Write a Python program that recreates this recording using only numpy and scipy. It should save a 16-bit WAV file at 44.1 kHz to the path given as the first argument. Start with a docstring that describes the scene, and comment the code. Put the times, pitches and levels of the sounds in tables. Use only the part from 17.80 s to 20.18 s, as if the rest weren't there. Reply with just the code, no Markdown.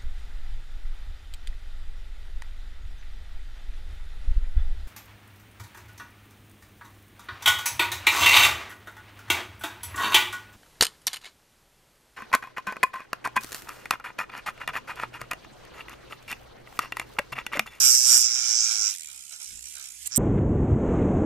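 """A small electric nail drill held close to a pair of microphones, over a soft hush and rumble. At first its bit
rattles three times a turn in the chuck, while the stone scrapes a plastic nail tip once a turn and drums it.
Then, pressed hard, the motor sags to about half speed and the rattle mostly stops; at the end the stone jumps
free, the speed leaps up and a hard scrape bites. The motor's hum drops and swells meanwhile. The right
microphone faces the drill; the left hears it late, dull and mostly off the desk."""
import sys
import numpy as np
from scipy import signal
from scipy.fft import rfft, irfft, next_fast_len
from scipy.io import wavfile
from scipy.ndimage import uniform_filter1d, minimum_filter1d, map_coordinates

SR = 44100
rng = np.random.default_rng(int(sys.argv[2]) if len(sys.argv) > 2 else 0)


def volts(x):
    """Linear amplitude factor 10**(x/20) for a level x in dB, scalar or array-like."""
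    e = np.asarray(x, float) / 20
    return 10 ** e


def wav_out(sig):
    """Save sig, one row per channel (or a flat mono array), as 16-bit PCM at SR to the path in sys.argv[1]."""
    wavfile.write(sys.argv[1], SR, np.round(np.clip(np.atleast_2d(sig).T, -1, 1) * 32767).astype(np.int16))


N = 104825  # length in samples


def unit(x):
    """Normalisation: x scaled to rms 1."""
    return x / np.sqrt(np.mean(x ** 2) + 1e-20)


def along(points, hz):
    """Logarithmic pitch: values of (pitch_hz, value) points, interpolated on a log axis."""
    point_hz, value = np.transpose(points)
    return np.interp(np.log(hz + 1), np.log(point_hz + 1), value)


def curves(rows):
    """Linear interpolation in time: one value per sample for each column after the time."""
    time_s, *columns = np.transpose(rows)
    return [np.interp(np.arange(N) / SR, time_s, column) for column in columns]


def wobble(rate):
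    """Band-limited randomness: a smooth random curve with this many knots a second."""
    knots = rng.standard_normal(int(N * rate / SR) + 4)
    return map_coordinates(knots, [np.arange(N) * rate / SR])


def filtered(x, response):
    """Linear filtering: the spectrum of x times a complex response of frequency."""
    size = next_fast_len(N + SR // 2)
    return irfft(rfft(x, size) * response(np.fft.rfftfreq(size, 1 / SR)), size)[..., :N]


def coloured(x, spectrum):
    """Minimum-phase filtering: the folded cepstrum makes the spectrum causal; the result has rms 1."""
    size = 4096
    gain = volts(along(spectrum, np.fft.rfftfreq(size, 1 / SR)))
    cepstrum = irfft(np.log(np.maximum(gain, 1e-5)))
    cepstrum[1:size // 2] *= 2
    cepstrum[size // 2 + 1:] = 0
    impulse = irfft(np.exp(rfft(cepstrum)))
    return unit(signal.fftconvolve(x, impulse)[:N])


# Spectrum of the room hush: pitch_hz, density_db (relative, per Hz)
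HUSH_SPECTRUM = [(30, -31), (170, -23), (600, -34), (3000, -36), (9900, -15.5), (14600, -53)]


def hush():
    """Diffuse background noise: room hush, uncorrelated at the two microphones."""
    level_db = -57
    return volts(level_db) * np.array([coloured(rng.standard_normal(N), HUSH_SPECTRUM) for _ in range(2)])


# Rumble through the hands: time_s, level_db (mean of the two sides)
RUMBLE_LEVEL = [(0, -54), (.4, -71.5), (.46, -76), (1.62, -80), (1.736, -59.5), (1.9, -76), (2.3, -83),
                (2.377, -59)]
# Spectrum of the rumble: pitch_hz, density_db (relative, per Hz)
RUMBLE_SPECTRUM = [(25, -3), (170, -10.5), (400, -18), (880, -60)]


def rumble():
    """Structure-borne noise: soft low rumble through the hands, uncorrelated at the two microphones."""
    level_db = curves(RUMBLE_LEVEL)[0] + [[-2.5], [2.5]]  # left, right
    return volts(level_db) * np.array([coloured(rng.standard_normal(N), RUMBLE_SPECTRUM) for _ in range(2)])


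# Decay of desk and hands: pitch_hz, t60_s
DESK_DECAY = [(200, .06), (2000, .045), (10000, .03)]


def desk(x):
    """Early reverberation: short diffuse tails off desk and hands, randomly varied, crossfaded 14 times a second."""
    step = SR // 14
    out = np.zeros((2, N + SR))
    fade = np.hanning(2 * step)
    padded = np.pad(x, (step, 2 * step))
    for start in range(0, N + step, step):
        hz, t, z = signal.stft(rng.standard_normal((2, 4096)), SR, nperseg=128)
        decay = volts(-60 * t / along(DESK_DECAY, hz)[:, None])
        tail = signal.istft(z * decay, SR, nperseg=128)[1]
        tail /= np.linalg.norm(tail, axis=1, keepdims=True)
        piece = padded[start:start + 2 * step] * fade
        wet = signal.fftconvolve(piece[None], tail, axes=1)
        out[:, start:start + wet.shape[1]] += wet
    return out[:, step:step + N]


# Speed of the motor shaft: time_s, speed_turns_per_s
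SPEED = [(0.0, 134.4), (0.08, 127.1), (0.2, 125.4), (0.3, 122.0), (0.355, 120.9), (0.39, 127.2),
         (0.44, 115.3), (0.475, 125.0), (0.51, 116.2), (0.56, 130.1), (0.62, 112.4), (0.65, 126.4),
         (0.69, 111.6), (0.77, 117.4), (0.82, 112.7), (0.88, 115.5), (0.95, 107.8), (1.06, 104.2),
         (1.11, 95.7), (1.2, 82.5), (1.28, 72.8), (1.36, 61.5), (1.45, 69.7), (1.55, 76.2), (1.62, 72.4),
         (1.72, 58.3), (1.82, 58.6), (1.9, 76.8), (1.97, 67.5), (2.06, 67.1), (2.13, 54.0), (2.22, 73.4),
         (2.28, 59.6), (2.3, 111.3), (2.38, 137.6)]


def turns():
    """Rotational kinematics: shaft angle in turns, the running integral of speed."""
    return np.cumsum(curves(SPEED)[0]) / SR


# Motor shake: time_s, level_db (before the trim in motor())
HUM_LEVEL = [(0, -60.5), (.33, -70), (.5, -70.5), (.93, -72.5), (1.02, -68.5), (1.13, -80), (1.2, -79),
             (1.39, -70), (1.47, -78), (1.64, -76.5), (1.73, -60), (1.85, -60), (1.92, -73), (1.97, -65),
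             (2.04, -80), (2.25, -63), (2.3, -70), (2.35, -63)]
# Shaft orders: multiple of the shaft rate, level_db (relative)
ORDERS = [(1, 0), (2, -8)]


def motor():
    """Rotating imbalance: shaft orders shake the hand-piece; as it sags overtones fade and the hum moves left."""
    angle, (speed,), (level_db,) = turns(), curves(SPEED), curves(HUM_LEVEL)
    octaves = np.log2(speed / 110)
    lines = 0
    for order, db in ORDERS:
        growth_db = 8 * octaves * np.sqrt(order - 1)  # overtones gain with speed
        waver_db = (order - .6) * 3 * wobble(12)
        tone = np.sin(2 * np.pi * (order * angle + rng.random()))
        lines = lines + volts(db + growth_db + waver_db) * tone
    side_db = np.outer([-1, 1], 4 + 7.4 * octaves)  # left, right
    return volts(level_db + 2.5) * lines * volts(side_db)


# Contact strengths: time_s, rattle_db, scrape_db, drumming_db (before each source's own trim)
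TOUCH = [(0.0, -27, -29, -43), (0.058, -22, -24.5, -37), (0.15, -25, -27, -51), (0.208, -26, -34.5, -50),
         (0.338, -20, -24, -38.5), (0.414, -26.5, -32, -47), (0.454, -24.5, -48, -47),
         (0.488, -30.5, -50.5, -47.5), (0.64, -31.5, -53, -44), (0.698, -28, -48.5, -44),
         (0.782, -26, -55, -45), (0.914, -29.5, -48, -42), (1.0, -31, -50, -46), (1.06, -28, -51, -45),
         (1.105, -33, -47, -47), (1.14, -44, -49, -58), (1.18, -65, -51, -76), (1.258, -72, -54.5, -76),
         (1.284, -62, -55, -56.5), (1.488, -75, -58, -68), (1.53, -43.5, -53.5, -50.5),
         (1.586, -60, -60.5, -67.5), (1.612, -46.5, -52.5, -52.5), (1.68, -47, -54.5, -65),
         (1.812, -67, -57, -73), (1.872, -61, -52, -53), (1.91, -63, -55, -86), (1.966, -59, -53.5, -50.5),
         (2.054, -47.5, -54.5, -55.5), (2.176, -79, -58.5, -73), (2.23, -68, -52.5, -70),
         (2.252, -68, -54.5, -57), (2.275, -68, -28.5, -81), (2.28, -75, -65, -84), (2.298, -67, -58, -75),
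         (2.306, -56, -60.5, -57), (2.322, -40.5, -65, -48.5), (2.35, -39, -63, -49),
         (2.362, -42, -23, -53), (2.377, -47, -26, -65)]


def touch():
    """Contact force as level: the changing rattle, scrape and drumming levels in dB."""
    return curves(TOUCH)


def knocks(angle, contacts, decay_s, slip_turns):
    """Periodic impact: a blow, and a short dying burst of noise, at each contact angle of every turn."""
    scatter_db, drift_db, rise_s = .8, 1, .0007  # spread per blow, slow drift, soft start
    whole_turns = np.arange(-1, int(angle[-1]) + 1)
    blows = np.zeros(N)
    for at, db in contacts:
        slip, size = rng.standard_normal((len(whole_turns), 2)).T
        i = np.searchsorted(angle, whole_turns + at + slip_turns * slip)
        ok = (i > 0) & (i < N)
        hits = np.bincount(i[ok], volts(db + scatter_db * size[ok]), N)
        blows += hits * volts(drift_db * wobble(13.17))
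    tail = signal.lfilter([1], [1, -np.exp(-1 / (decay_s * SR))], blows)
    tail = uniform_filter1d(tail, max(1, int(rise_s * SR)))
    return unit(blows), unit(tail * rng.standard_normal(N))


# Spectrum of nail and fingers: pitch_hz, density_db (relative, per Hz)
NAIL_SPECTRUM = [(180, -57), (342, -22), (406, -27.5), (700, -12.5), (1090, -14.5), (1400, -1), (1960, -14),
                 (2350, 2.5), (2710, -12.5), (4000, -2.5), (5200, -19), (8800, -120)]


def drumming():
    """Forced vibration: the stone strikes nail and fingers once a turn and their modes answer."""
    drum_db = touch()[2]
    noise_from_hz, noise_share = 1100, 1.3
    blow, burst = knocks(turns(), [(.55, 0)], decay_s=.006, slip_turns=.002)
    burst = filtered(burst, lambda hz: hz ** 2 / (hz ** 2 + noise_from_hz ** 2))
    return volts(drum_db + 4) * coloured(blow + noise_share * burst, NAIL_SPECTRUM)


def patchy_noise(patchy_db):
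    """Non-stationary noise: the colour flickers in patches of time and pitch."""
    z = signal.stft(rng.standard_normal(N), nperseg=256)[2]
    field = uniform_filter1d(rng.standard_normal(z.shape), size=6, axis=0)
    field = uniform_filter1d(field, size=10, axis=1)
    return signal.istft(z * volts(patchy_db * unit(field)), nperseg=256)[1][:N]


# Swing as the stone's high spot scrapes harder than the rest: time_s, swing_db (up and down)
SWING = [(0, 6), (.42, 4), (1.05, 2), (1.15, 9), (1.35, 4), (1.55, 5), (1.78, 3), (1.86, 7), (1.91, 1),
         (1.95, 6), (2.08, 7.5), (2.15, .6), (2.3, .6), (2.36, 8)]
# Spectrum of light grit on plastic: pitch_hz, density_db (relative, per Hz)
SCRAPE_SPECTRUM = [(350, -38), (600, -40), (893, -24.5), (1150, -30), (1600, -20.5), (2350, -8.5),
                   (2760, -8), (4400, -7), (7460, 4.5), (9600, -1), (13400, -10.5), (14300, -11)]
# Spectrum of hard grit contact: pitch_hz, density_db (relative, per Hz)
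BITE_SPECTRUM = [(40, -49), (250, -32.5), (700, -42), (1400, -34.5), (3400, -24.5), (4700, -26),
                 (5400, -24), (7570, 1), (9600, -11.5), (12000, -13.5), (13300, -9.5), (14400, -30),
                 (15200, -15)]


def scrape():
    """Abrasive friction: grit noise modulated once a turn by the high spot; a harder scrape bites brighter."""
    scrape_db = touch()[1]
    depth_db, = curves(SWING)
    relanded = np.arange(N) / SR > 2.29  # after the jump the stone lands later in the turn
    high_spot = .25 + .3 * relanded  # angle in turns
    swing_db = depth_db * (2 * np.cos(np.pi * (turns() - high_spot)) ** 4 - 1)
    grain_db = 2.1 * wobble(3000)
    grit = patchy_noise(1.7) * volts(swing_db + grain_db)
    grit /= np.sqrt(np.abs(uniform_filter1d(grit ** 2, SR // 20)))  # even level over 50 ms
    hard = np.clip((scrape_db + 45) / 11, 0, 1)  # the bite takes over from -45 dB up, across 11 dB
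    light_part = volts(16) * (1 - hard) * coloured(grit, SCRAPE_SPECTRUM)
    hard_part = volts(11) * hard * coloured(grit, BITE_SPECTRUM)
    return volts(scrape_db) * (light_part + hard_part)


# The bit's main knock in the chuck: angle_turns, level_db
MAIN_KNOCK = [(.49, 0)]
# Lighter contacts: angle_turns, before_db (before the grip shifts), after_db (both before a common trim)
CHATTER = [(.79, -4, 0), (1.17, 0, -5)]
# Spectrum of chuck and shell under the lighter contacts: pitch_hz, density_db (relative, per Hz)
CHUCK_SPECTRUM = [(1650, -52.5), (2800, -21), (3650, -35), (4830, -9.5), (5280, -4.5), (6310, -4),
                  (7480, -0.5), (8230, -11.5), (10800, -40), (13400, -43), (14300, -58)]


def rattle():
    """Impact excitation of resonance: a main knock rings one mode, two lighter contacts ring chuck and shell."""
    angle, rattle_db = turns(), touch()[0]
    decay_s, slip_turns = .0012, .003
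    mode_hz, width_hz = 5650, 1400

    def mode(hz):
        return 1j * hz * width_hz / (mode_hz ** 2 - hz ** 2 + 1j * hz * width_hz)

    blow, burst = knocks(angle, MAIN_KNOCK, decay_s, slip_turns)
    total = unit(filtered(blow + .15 * burst, lambda hz: mode(hz) ** 3))
    shifted = np.arange(N) / SR > .64  # the grip shifts
    for at, before_db, after_db in CHATTER:
        blow, burst = knocks(angle, [(at, 0)], decay_s, slip_turns)
        chatter = coloured(blow + 2.5 * burst, CHUCK_SPECTRUM)
        total = total + volts(-3.5 + np.where(shifted, after_db, before_db)) * chatter
    return volts(rattle_db + 5.5) * total


# Response applied to all drill contact sound at the left: pitch_hz, gain_db
LEFT_RESPONSE = [(60, -28), (130, -15), (290, -4.5), (630, 0.5), (1390, 1), (3060, -2), (6710, -10.5),
                 (14700, -17)]


def scene():
    """Direct and reflected paths: the right hears the drill directly, the left late, dull and off the desk."""
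    tool, drum = rattle() + scrape(), drumming()
    wet = desk(tool + volts(-3) * drum)
    lag_s = .00008
    late = filtered(volts(-16.5) * tool + volts(-8.5) * drum, lambda hz: np.exp(-2j * np.pi * hz * lag_s))
    left = filtered(late + volts(1) * wet[0], lambda hz: volts(along(LEFT_RESPONSE, hz)))
    right = tool + drum + volts(-16) * wet[1]
    return np.array([left, right]) + motor() + rumble() + hush()


def low_pass(x):
    """Removes everything above the highest recorded frequency."""
    return signal.sosfilt(signal.butter(12, 15340, fs=SR, output="sos"), x)


def record(dry):
    """Peak limiting and band limiting: a fast look-ahead gain holds the peaks, a steep low-pass ends the treble."""
    ceiling, hold, top_hz = .93, 131, 14500  # full scale 1, window in samples, Hz
    need = np.minimum(1, ceiling / (np.abs(dry) + 1e-9))
    gain = uniform_filter1d(minimum_filter1d(need, size=hold), size=hold)
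    finished = filtered(dry * gain, lambda hz: 1 / (1 + (hz / top_hz) ** 60))
    return low_pass(finished)


dry = scene()
out = record(dry)
wav_out(out)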